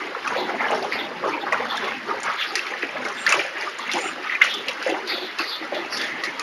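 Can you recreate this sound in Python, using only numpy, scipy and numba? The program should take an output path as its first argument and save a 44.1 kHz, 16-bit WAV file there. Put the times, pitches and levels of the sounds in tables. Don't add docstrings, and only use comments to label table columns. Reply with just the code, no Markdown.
import sys
import numpy as np
from scipy import signal
from scipy.fft import rfft, irfft, next_fast_len
from scipy.io import wavfile
from scipy.ndimage import uniform_filter1d, minimum_filter1d
from numba import njit

SR = 44100
rng = np.random.default_rng(int(sys.argv[2]) if len(sys.argv) > 2 else 0)


def log_audio(samples):
    frames = np.atleast_2d(samples).T
    limited = np.clip(frames, -1, 1)
    pcm = np.round(limited * 32767).astype(np.int16)
    wavfile.write(sys.argv[1], SR, pcm)


N = 283122
T = np.arange(N) / SR

# t/s, level/dB, f/Hz, ring swell/cycles, loose chips against the blow/dB
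KNOCK_HITS = [(0.148, -19, 1360, 3, -5), (0.164, -24, 477, 1.8, -28), (0.247, -19, 1640, 5.5, -12),
              (0.276, -17.5, 2530, 4.3, -24), (0.304, -23, 1640, 2.2, -9), (0.322, -15.5, 950, 1.6, -26),
              (0.362, -16.5, 560, 1.5, -8.5), (0.406, -20.5, 377, 2.7, -19.5), (0.492, -19, 1390, 3.7, -22),
              (0.603, -21, 870, 3.7, -21), (0.615, -13, 1290, 1.4, -13), (0.665, -17, 1660, 3.5, -10),
              (0.683, -22.5, 2950, 3.5, -5), (0.7045, -11, 690, 0.76, -14), (0.717, -22, 2850, 4.6, -4),
              (0.793, -21.5, 820, 1.7, -19), (0.841, -25.5, 1080, 1.9, -0.5), (0.9225, -12, 2030, 3.6, -11),
              (0.932, -19, 2330, 3.1, -14), (1.001, -24, 2020, 3, -21), (1.067, -27, 660, 2.1, -20),
              (1.113, -24, 470, 1.5, -11), (1.238, -17.5, 1127, 4.3, -22), (1.249, -18.5, 1127, 4.6, -25),
              (1.261, -17, 424, 1.16, -17), (1.376, -20, 945, 2.8, -27), (1.466, -19, 1165, 2.1, -2.5),
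              (1.524, -6.5, 1980, 3.1, -29), (1.5303, -7.5, 1095, 1.3, -15), (1.531, -17, 2460, 4.8, -19),
              (1.544, -10, 1510, 2.1, -23), (1.621, -20, 800, 2, -23), (1.716, -18.5, 1010, 4.7, -10),
              (1.741, -19, 860, 1.4, -9), (1.778, -17.5, 1660, 4.3, -15), (1.827, -23, 423, 1.3, -10),
              (1.881, -15, 1125, 1.8, -15), (2.092, -23, 1610, 3, -22), (2.108, -14, 1220, 4, -15),
              (2.299, -19, 1296, 2.8, -3.5), (2.554, -12.5, 1880, 0.98, -2), (2.593, -15.5, 2650, 2.2, -14),
              (2.667, -20.5, 2290, 3.7, -13), (2.736, -17, 1830, 3, -15), (2.823, -19, 2540, 4.4, -16),
              (2.829, -11.5, 2010, 2.6, -9), (2.833, -20, 350, 0.59, -19), (2.891, -23, 2410, 2.9, -8),
              (2.955, -19.5, 630, 1.5, -17.5), (2.968, -20.5, 1700, 4.8, -18),
              (3.003, -22.5, 580, 1.2, -27), (3.05, -20.5, 2170, 5.9, -19), (3.062, -17, 1470, 2.8, -10),
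              (3.264, -10, 1765, 4, -4.5), (3.274, -11, 2050, 4.8, -14), (3.291, -16, 2400, 5.2, -13),
              (3.309, -15, 1450, 4.8, -10), (3.323, -8.5, 2614, 4.1, -16), (3.3245, -10, 1224, 0.71, -7),
              (3.34, -23.5, 455, 1.5, -12), (3.392, -13.5, 2380, 6, -5.5), (3.449, -24.5, 670, 1.1, -11),
              (3.57, -18.5, 1970, 2.6, -26), (3.622, -19, 2160, 2.2, -12), (3.672, -15.5, 1210, 3.2, -12),
              (3.793, -23, 1130, 2.2, -11), (3.893, -16, 2150, 4.5, -23), (3.934, -20, 3120, 7, 0.5),
              (3.966, -23, 780, 1.5, -19), (3.987, -21, 2180, 5, -24), (4.04, -23.5, 765, 2, -20),
              (4.056, -22.5, 360, 1.3, -33), (4.065, -22, 2140, 4, -16), (4.266, -20, 1247, 4.8, -20),
              (4.296, -14.5, 1950, 4, -34), (4.351, -12, 2420, 4.9, -26), (4.4136, -7, 1750, 2.9, -13),
              (4.4168, 1, 2106, 4, -25), (4.42, -15, 3550, 5.4, -1), (4.4265, -10, 1980, 3.5, -14),
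              (4.683, -15.5, 2910, 3, -2.5), (4.863, -12.5, 548, 0.97, -19), (4.898, -21.5, 2600, 4.9, -6),
              (4.921, -19.5, 380, 1.8, -35), (4.937, -23, 834, 2.8, -1.5), (5.39, -16.5, 2650, 6.3, -15),
              (5.392, -16, 1107, 3.4, -38), (5.441, -20, 1950, 3.4, -25), (5.722, -14.5, 606, 1.5, -18),
              (5.766, -15.5, 618, 2.3, -26), (5.924, -23, 1930, 2.9, -2), (5.942, -22.5, 1870, 4.4, -5.5),
              (6.236, -12.5, 1945, 4.8, -11), (6.275, -26.5, 360, 1.05, -18), (6.394, -23, 1190, 1.7, -10),
              (6.404, -23.5, 2490, 4, -15)]
# t/s, level/dB, f/Hz, splinters against the tick/dB, splintering time/s
CHIP_SNAPS = [(0.275, -23.5, 5830, -2.5, .007), (0.708, -26, 6570, -4, .01),
              (0.747, -24.5, 5350, -7, 0.0079), (0.826, -22.5, 4500, -6.5, 0.013),
              (0.928, -38, 4600, 8, .01), (1.524, -29.5, 5700, 6, .016), (1.77, -27.5, 5760, 4, .008),
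              (1.841, -41, 4030, 17.5, .016), (2.202, -31, 6500, 3, .007), (2.2312, -27, 6800, 8.5, 0.0094),
              (2.5545, -19.5, 5030, 8.5, 0.0099), (2.58, -31, 4960, 9, .016), (2.667, -25.5, 4400, -7, .01),
              (2.826, -28.5, 3940, -2, 0.0085), (3.05, -28, 5160, 0, 0.011),
              (3.0848, -25, 5400, -4, 0.0097), (3.2653, -18.5, 4300, 3.5, 0.0067),
              (3.292, -11.5, 6150, -2, 0.0035), (3.3018, -23, 6470, -1, 0.0027),
              (3.323, -23, 5600, 12, .004), (3.395, -38, 5230, 0, 0.0097), (3.611, -20, 4700, -7, 0.015),
              (3.786, -27, 6900, 1, 0.0074), (3.915, -21, 4250, 6, 0.015), (3.935, -16.5, 5900, -6, .011),
              (4.418, -25, 5960, -1, 0.012), (4.441, -19, 5800, -7, 0.009), (4.539, -24, 5300, 3, .012),
              (4.683, -23, 4300, 5, 0.017), (4.826, -31.5, 4570, 6.5, .012), (4.846, -24, 5200, -11, 0.014),
              (4.898, -31, 5040, 4, 0.008), (5.074, -26, 4770, 1.5, 0.012), (5.3867, -22.5, 4500, 4.5, .01),
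              (5.746, -29.5, 3670, 10, 0.039), (5.9728, -27, 4830, 10, 0.013),
              (6.014, -17.5, 4560, -2, .018), (6.2373, -22.5, 4600, 5, 0.027),
              (6.396, -23, 5260, 5, 0.0063)]


def knocks():
    start, db, hz, cycles, chips_db = np.transpose(KNOCK_HITS)
    hits = blows(start, db, hz, chips_db, cycles, settle_s=.045, octaves=.486, chip_cycles=2.04, count=44)
    return undb(-2.5) * band(hits, low_hz=242, high_hz=3550, order=2)


def bedding(weight, hz):
    crunch = rustle(hz, octaves=.92, cycles=1.18, scatter_db=-.5, slide_s=.03, count=1100, slips=7)
    return level(band(crunch, low_hz=314, high_hz=1130, order=4), -3.5) * weight


def scraping(drag, hz):
    scrape = rustle(hz, octaves=.69, cycles=1.24, scatter_db=3, slide_s=.024, count=1400, slips=16)
    return level(band(scrape, low_hz=750, high_hz=2440), -1.36) * drag


def snaps():
    start, db, hz, chips_db, tear_s = np.transpose(CHIP_SNAPS)
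    return undb(-3) * blows(start, db, hz, chips_db, cycles=3.5, settle_s=tear_s[:, None],
                            octaves=.21, chip_cycles=.74, count=56)


def rasps():
    # t/s, length/s, level/dB, starting f/Hz
    claw_strokes = [(0.594, 0.016, -16.5, 1987), (0.926, 0.083, -25, 2060), (1.332, 0.0063, -19.5, 2324),
                    (2.25, 0.06, -20, 1456), (3.562, 0.0094, -21, 1780), (4.3, 0.049, -22, 2022),
                    (5.1, 0.023, -23.5, 2070), (5.73, 0.09, -28.5, 1887), (5.99, 0.064, -21.5, 1800),
                    (6.055, 0.15, -25.5, 1970), (6.236, 0.056, -24.5, 1962)]
    return undb(-6) * glides(claw_strokes, width_hz=410, octaves_per_s=-.41,
                             attack_s=.019, sag_db_per_s=23, release_s=.016)


def swishes():
    # t/s, length/s, level/dB, starting f/Hz
    sweeps = [(0.37, 0.078, -29.5, 3910), (0.92, 0.013, -26, 4560), (1.693, 0.17, -30, 3910),
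              (1.85, 0.027, -32.5, 3390), (2.385, 0.056, -25, 3665), (2.47, 0.029, -30.5, 4800),
              (3.79, 0.15, -34, 3950), (4.49, 0.11, -25, 3640), (5.082, 0.075, -20.5, 4280),
              (5.21, 0.066, -28.5, 3990), (5.39, 0.059, -28, 4570), (5.475, 0.024, -24, 4400),
              (5.52, 0.029, -26, 4160), (5.755, 0.033, -33, 3890), (5.92, 0.033, -22.5, 5150),
              (5.99, 0.055, -32, 3710)]
    # f/Hz, width/Hz, level against the direct sound/dB
    modes = [(3480, 200, -2), (4400, 98, -6)]
    noise = glides(sweeps, width_hz=1180, octaves_per_s=-1.4,
                   attack_s=.016, sag_db_per_s=72, release_s=.063, order=3)
    return undb(-5.5) * resonate(noise, modes)


def whistles():
    # t/s, length/s, level/dB, starting f/Hz
    notes = [(0.375, 0.04, -34, 4020), (0.987, 0.019, -26, 3516), (1.035, 0.018, -34, 3540),
             (1.413, 0.0071, -33, 3600), (1.695, 0.03, -30, 3430), (1.765, 0.0098, -28, 3470),
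             (2.39, 0.046, -29, 3430), (3.173, 0.013, -32, 3500), (4.5, 0.066, -27.5, 3460),
             (5.09, 0.019, -24.5, 4600), (5.13, 0.063, -34.5, 3510), (5.392, 0.054, -31, 4630),
             (5.478, 0.033, -30, 4530), (5.515, 0.04, -30, 3510), (5.945, 0.025, -33, 4530),
             (5.995, 0.02, -28, 3460), (6.04, 0.016, -33, 3500)]
    return undb(-3) * glides(notes, width_hz=350, octaves_per_s=-.014,
                             attack_s=.0054, sag_db_per_s=30, release_s=.013)


def creaks():
    # t/s, length/s, level/dB, starting f/Hz
    notes = [(0.606, 0.057, -23.5, 816), (1.335, 0.015, -22, 923), (1.428, 0.01, -21.5, 800),
             (3.66, 0.021, -19.5, 1124), (3.795, 0.035, -29, 1096), (4.085, 0.024, -26.5, 1220)]
    return undb(-7.5) * glides(notes, width_hz=120, octaves_per_s=3.3,
                               attack_s=.0043, sag_db_per_s=15, release_s=.006)


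def squeaks():
    # t/s, length/s, level/dB, starting f/Hz
    notes = [(3.19, 0.04, -44, 7500), (3.99, 0.094, -45, 7080)]
    return undb(5.5) * glides(notes, width_hz=420, octaves_per_s=.12,
                              attack_s=.032, sag_db_per_s=20, release_s=.025)


def feathers(drag, stir):
    barbs = rustle(centre_hz=3410, octaves=.63, cycles=.87, scatter_db=3,
                   slide_s=.022, count=6500, slips=14)
    strength = np.sqrt(undb(-43) ** 2 + (undb(-14) * drag) ** 2 + (undb(-15) * stir) ** 2)
    return level(band(barbs, low_hz=2050, high_hz=5630), -1.34) * strength


def splinters(drag, stir):
    crackle = rustle(centre_hz=5696, octaves=.25, cycles=3.5, scatter_db=4.5,
                     slide_s=.0071, count=4000, slips=8)
    strength = np.sqrt(undb(-62.5) ** 2 + (undb(-23) * drag) ** 2 + (undb(-20) * stir) ** 2)
    return level(band(crackle, low_hz=4740, high_hz=7050), -.16) * strength


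def boards(strength):
    body = band(rng.standard_normal(N), low_hz=200, high_hz=303, order=1)
    rumble = band(body, low_hz=45, high_hz=350, order=2)
    return level(rumble, -1.5) * strength * uneven(depth_db=3.5, step_s=.03)


def box(x, t60_s, echo_db, change_s):
    # f/Hz, width/Hz, level against the direct sound/dB
    modes = [(150, 22, -8), (255, 94, 2.5), (360, 65, -13), (534, 100, -9), (809, 60, -0.5),
             (1254, 200, -13.5), (2070, 300, -9), (2777, 600, -1.5), (6880, 240, -7.5)]
    t = T[:SR // 8]
    decay = np.exp(-np.log(1000) * t / t60_s) * (t > .0015)
    hop = int(change_s * SR)
    out = x.copy()
    for first in range(-hop, N, hop):
        at = np.arange(max(first, 0), min(first + 2 * hop, N))
        crossfade = np.sin(np.pi * (at - first) / (2 * hop))
        echo = rng.standard_normal(len(t)) * decay
        wet = signal.fftconvolve(x[at] * crossfade, echo / np.linalg.norm(echo))[:N - at[0]]
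        out[at[0]:at[0] + len(wet)] += undb(echo_db) * wet
    return resonate(out, modes)


def hiss():
    # f/Hz, level/dB
    spectrum = [(25, -19), (70, -70), (140, -18), (280, -9.5), (1000, -1), (2000, 1.5), (4000, -30),
                (7400, -28.5)]
    hz, db = np.transpose(spectrum)
    noise = shape(rng.standard_normal(N), lambda f: undb(np.interp(np.log(f), np.log(hz), db)))
    return level(noise, -38.5)


def blows(start, db, hz, chips_db, cycles, settle_s, octaves, chip_cycles, count):
    delay, pitch, strength = rng.random((len(start), 3, count)).transpose(1, 0, 2)
    age = ((np.arange(count) + delay) / count) ** 1.4
    chip_hz = hz[:, None] * 2 ** (octaves * (2 * pitch - 1))
    chip_size = undb((db + chips_db)[:, None] - 7.3 * age) * (2 * strength - 1)
    chip_start = start[:, None] + settle_s * age
    shower = grains(chip_start.ravel(), chip_hz.ravel(), chip_cycles / chip_hz.ravel(), chip_size.ravel())
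    return grains(start, hz, cycles / hz, undb(db)) + shower


def rustle(centre_hz, octaves, cycles, scatter_db, slide_s, count, slips):
    place, pitch, strength = rng.random((3, count, 1))
    delay, detune, slip = rng.random((3, count, slips))
    chip_s = (np.arange(count)[:, None] + place) / count * N / SR
    start = chip_s + slide_s * (delay - .5)
    spread = 2 * pitch - 1 + .34 * (detune - .5)
    hz = np.interp(start, T, centre_hz + 0 * T) * 2 ** (octaves * spread)
    force = undb(-scatter_db * np.log(strength + .02)) * (2 * slip - 1)
    return grains(start.ravel(), hz.ravel(), cycles / hz.ravel(), (force * np.sqrt(hz)).ravel())


@njit
def grains(start, hz, swell_s, size):
    out = np.zeros(N)
    for k in range(len(start)):
        first, rise = int(start[k] * SR), swell_s[k] * SR
        ring = size[k] * np.e + 0j
        step = np.exp(2j * np.pi * hz[k] / SR - 1 / rise)
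        for i in range(int(9 * rise)):
            if 0 <= first + i < N:
                out[first + i] += ring.imag * i / rise
            ring *= step
    return out


def glides(table, width_hz, octaves_per_s, attack_s, sag_db_per_s, release_s, order=2):
    out = np.zeros(N)
    smooth = signal.butter(order, width_hz / 2, fs=SR, output="sos")
    for start, length_s, db, start_hz in table:
        now = (T > start - .1) & (T < start + .3)
        hz = start_hz * 2 ** (octaves_per_s * np.clip(T[now] - start, 0, length_s))
        noise = rng.standard_normal((2, SR // 2))
        waver = signal.sosfilt(smooth, noise[0] + 1j * noise[1])[-len(hz):]
        carrier = np.exp(2j * np.pi * np.cumsum(hz) / SR)
        tone = level(np.real(waver * carrier), db)
        out[now] += tone * stroke(start, length_s, attack_s, sag_db_per_s, release_s)[now]
    return out


def stroke(start, length_s, attack_s, sag_db_per_s, release_s):
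    age = np.maximum(T - start, 0)
    swell = .5 + .5 * np.tanh((T - start) / attack_s)
    release = np.exp(-np.maximum(age - length_s, 0) / release_s)
    return swell * undb(-sag_db_per_s * age) * release


def strokes(table, rest_db, rest_hz, attack_s, sag_db_per_s, release_s):
    power = undb(rest_db) ** 2 + 0 * T
    weighted_hz = power * rest_hz
    for start, length_s, db, hz in table:
        share = (undb(db) * stroke(start, length_s, attack_s, sag_db_per_s, release_s)) ** 2
        power += share
        weighted_hz += share * hz
    return np.sqrt(power), weighted_hz / power


def stirred(hits, build_s, settle_s):
    return np.sqrt(sum((undb(db) * stroke(s, 0, build_s, 0, settle_s)) ** 2 for s, db, *_ in hits))


def uneven(depth_db, step_s):
    steps = np.clip(rng.standard_normal(2000), -2, 2)
    return undb(depth_db * np.interp(T / step_s, np.arange(len(steps)), steps))


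def resonate(x, modes):
    return shape(x, lambda f: 1 + sum(undb(db) / (1 + 1j * (f / hz - hz / f) * hz / width)
                                      for hz, width, db in modes))


def shape(x, gain):
    size = next_fast_len(len(x) + 4096)
    hz = np.fft.rfftfreq(size, 1 / SR) + 1
    return irfft(rfft(x, size) * gain(hz), size)[:len(x)]


def band(x, low_hz, high_hz, order=3):
    sos = signal.butter(order, [low_hz, high_hz], "bandpass", fs=SR, output="sos")
    return signal.sosfilt(sos, x + 1e-18)


def limit(x, samples):
    gain = 1 / np.maximum(np.abs(x), 1)
    return x * uniform_filter1d(minimum_filter1d(gain, 2 * samples), samples)


def level(x, db):
    return x * undb(db) / np.sqrt(np.mean(x ** 2))


def undb(db):
    return 10 ** (np.asarray(db) / 20)


def scene():
    # t/s, length/s, level/dB, centre f/Hz
    crunches = [(0.3, 0.046, -28, 930), (0.36, 0.077, -24.5, 560), (0.48, 0.067, -24.5, 660),
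                (0.6, 0.066, -24, 850), (0.716, 0.033, -19, 634), (0.82, 0.038, -24.5, 746),
                (0.94, 0.11, -30.5, 630), (1.234, 0.046, -21.5, 558), (1.525, 0.0083, -21.5, 774),
                (1.59, 0.032, -23, 785), (1.81, 0.12, -27.5, 620), (2.07, 0.12, -27, 624),
                (2.26, 0.023, -27, 900), (2.51, 0.069, -34, 540), (2.7, 0.036, -28, 606),
                (2.825, 0.025, -33.5, 385), (2.95, 0.11, -33.5, 493), (3.05, 0.038, -30, 745),
                (3.275, 0.058, -25.5, 810), (3.33, 0.064, -24.5, 730), (3.55, 0.05, -33, 680),
                (3.625, 0.02, -31, 394), (3.946, 0.02, -19.5, 556), (4.04, 0.014, -36, 490),
                (4.16, 0.061, -33.5, 650), (4.42, 0.064, -34, 760), (4.55, 0.027, -30, 340),
                (4.67, 0.022, -34, 890), (4.876, 0.041, -22, 580), (5.11, 0.084, -30.5, 630),
                (5.215, 0.02, -26.5, 385), (5.39, 0.02, -29, 517), (5.61, 0.015, -30, 450),
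                (5.725, 0.098, -28.5, 595), (5.81, 0.04, -32, 546)]
    # t/s, length/s, level/dB, centre f/Hz
    scrapes = [(0.0, 0.0035, -24, 1550), (0.12, 0.017, -38, 1520), (0.255, 0.14, -25, 1450),
               (0.48, 0.019, -26.5, 1290), (0.6, 0.1, -28, 1500), (0.712, 0.037, -26, 1380),
               (0.93, 0.087, -31, 1960), (1.243, 0.062, -26, 1140), (1.46, 0.012, -40, 1190),
               (1.525, 0.13, -27.5, 1490), (1.7, 0.048, -26, 1300), (1.8, 0.13, -26.5, 1890),
               (2.085, 0.011, -23.5, 1260), (2.24, 0.1, -24, 1390), (2.39, 0.051, -23.5, 2020),
               (2.55, 0.12, -29.5, 1910), (2.69, 0.15, -34, 1810), (2.97, 0.24, -33.5, 1460),
               (3.17, 0.11, -32, 1850), (3.285, 0.049, -19.5, 1790), (3.39, 0.072, -28.5, 2140),
               (3.55, 0.093, -31, 1810), (3.78, 0.14, -33.5, 1250), (3.87, 0.17, -30, 2190),
               (4.03, 0.054, -27.5, 1940), (4.24, 0.03, -27.5, 1820), (4.3, 0.023, -24, 1830),
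               (4.425, 0.026, -17.5, 1800), (4.665, 0.02, -29.5, 1780), (4.82, 0.087, -27, 2450),
               (4.95, 0.026, -29.5, 1170), (5.08, 0.089, -29.5, 2060), (5.39, 0.028, -26, 1920),
               (5.62, 0.013, -31, 1600), (5.72, 0.14, -34, 1740), (5.94, 0.12, -30.5, 2130),
               (6.235, 0.035, -42, 1970), (6.39, 0.018, -27.5, 1660)]
    # t/s, bedding level/dB, floor board level/dB
    fidget = [(0.0, -30, -59), (0.19, -37, -56), (0.3, -41, -44), (1.0, -32, -47.5), (1.18, -36, -46),
              (1.4, -32, -49), (1.9, -41, -46.5), (2.62, -41.5, -66.5), (3.05, -39, -45.5),
              (3.6, -43.5, -65), (4.1, -38.5, -49), (4.3, -44, -58), (5.05, -34.5, -55.5), (5.3, -47, -62),
              (5.55, -44, -59), (6.05, -33.5, -48.5), (6.42, -40.5, -54.5)]
    times, *levels = np.transpose(fidget)
    bedding_db, boards_db = [np.interp(T, times, db) for db in levels]
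    weight, crunch_hz = strokes(crunches, rest_db=bedding_db, rest_hz=581,
                                attack_s=.0093, sag_db_per_s=44, release_s=.043)
    drag, scrape_hz = strokes(scrapes, rest_db=-38, rest_hz=1688,
                              attack_s=.02, sag_db_per_s=23, release_s=.047)
    stir = stirred(CHIP_SNAPS, build_s=.03, settle_s=.077)
    pressed = undb(-13.5) * stirred(KNOCK_HITS, build_s=.0045, settle_s=.0083)
    shuffle = bedding(weight, crunch_hz) + scraping(np.hypot(drag, pressed), scrape_hz)
    shuffle += feathers(drag, stir) + splinters(drag, stir)
    rumble = boards(np.hypot(undb(boards_db), undb(-23) * weight))
    bird = shuffle + knocks() + snaps() + rasps() + creaks() + swishes() + whistles() + squeaks() + rumble
    return (undb(-1.69) * box(bird, t60_s=.077, echo_db=-9, change_s=.07) + hiss())[None]


def record(dry):
    camera_rate_hz, band_hz, top_hz = 16000, 7530, 14000
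    narrow = signal.sosfilt(signal.ellip(10, .3, 60, band_hz, fs=SR, output="sos"), dry[0])
    images = narrow * 2 * np.cos(2 * np.pi * camera_rate_hz * T)
    fizz = shape(images, lambda f: np.clip(np.abs(camera_rate_hz - f) / f, 0, 1) ** 2.67)
    clipped = np.clip(limit(narrow + fizz, samples=60), -.94, .94)
    return signal.sosfilt(signal.ellip(8, .2, 70, top_hz, fs=SR, output="sos"), clipped)[None]


dry = scene()
out = record(dry)
log_audio(out)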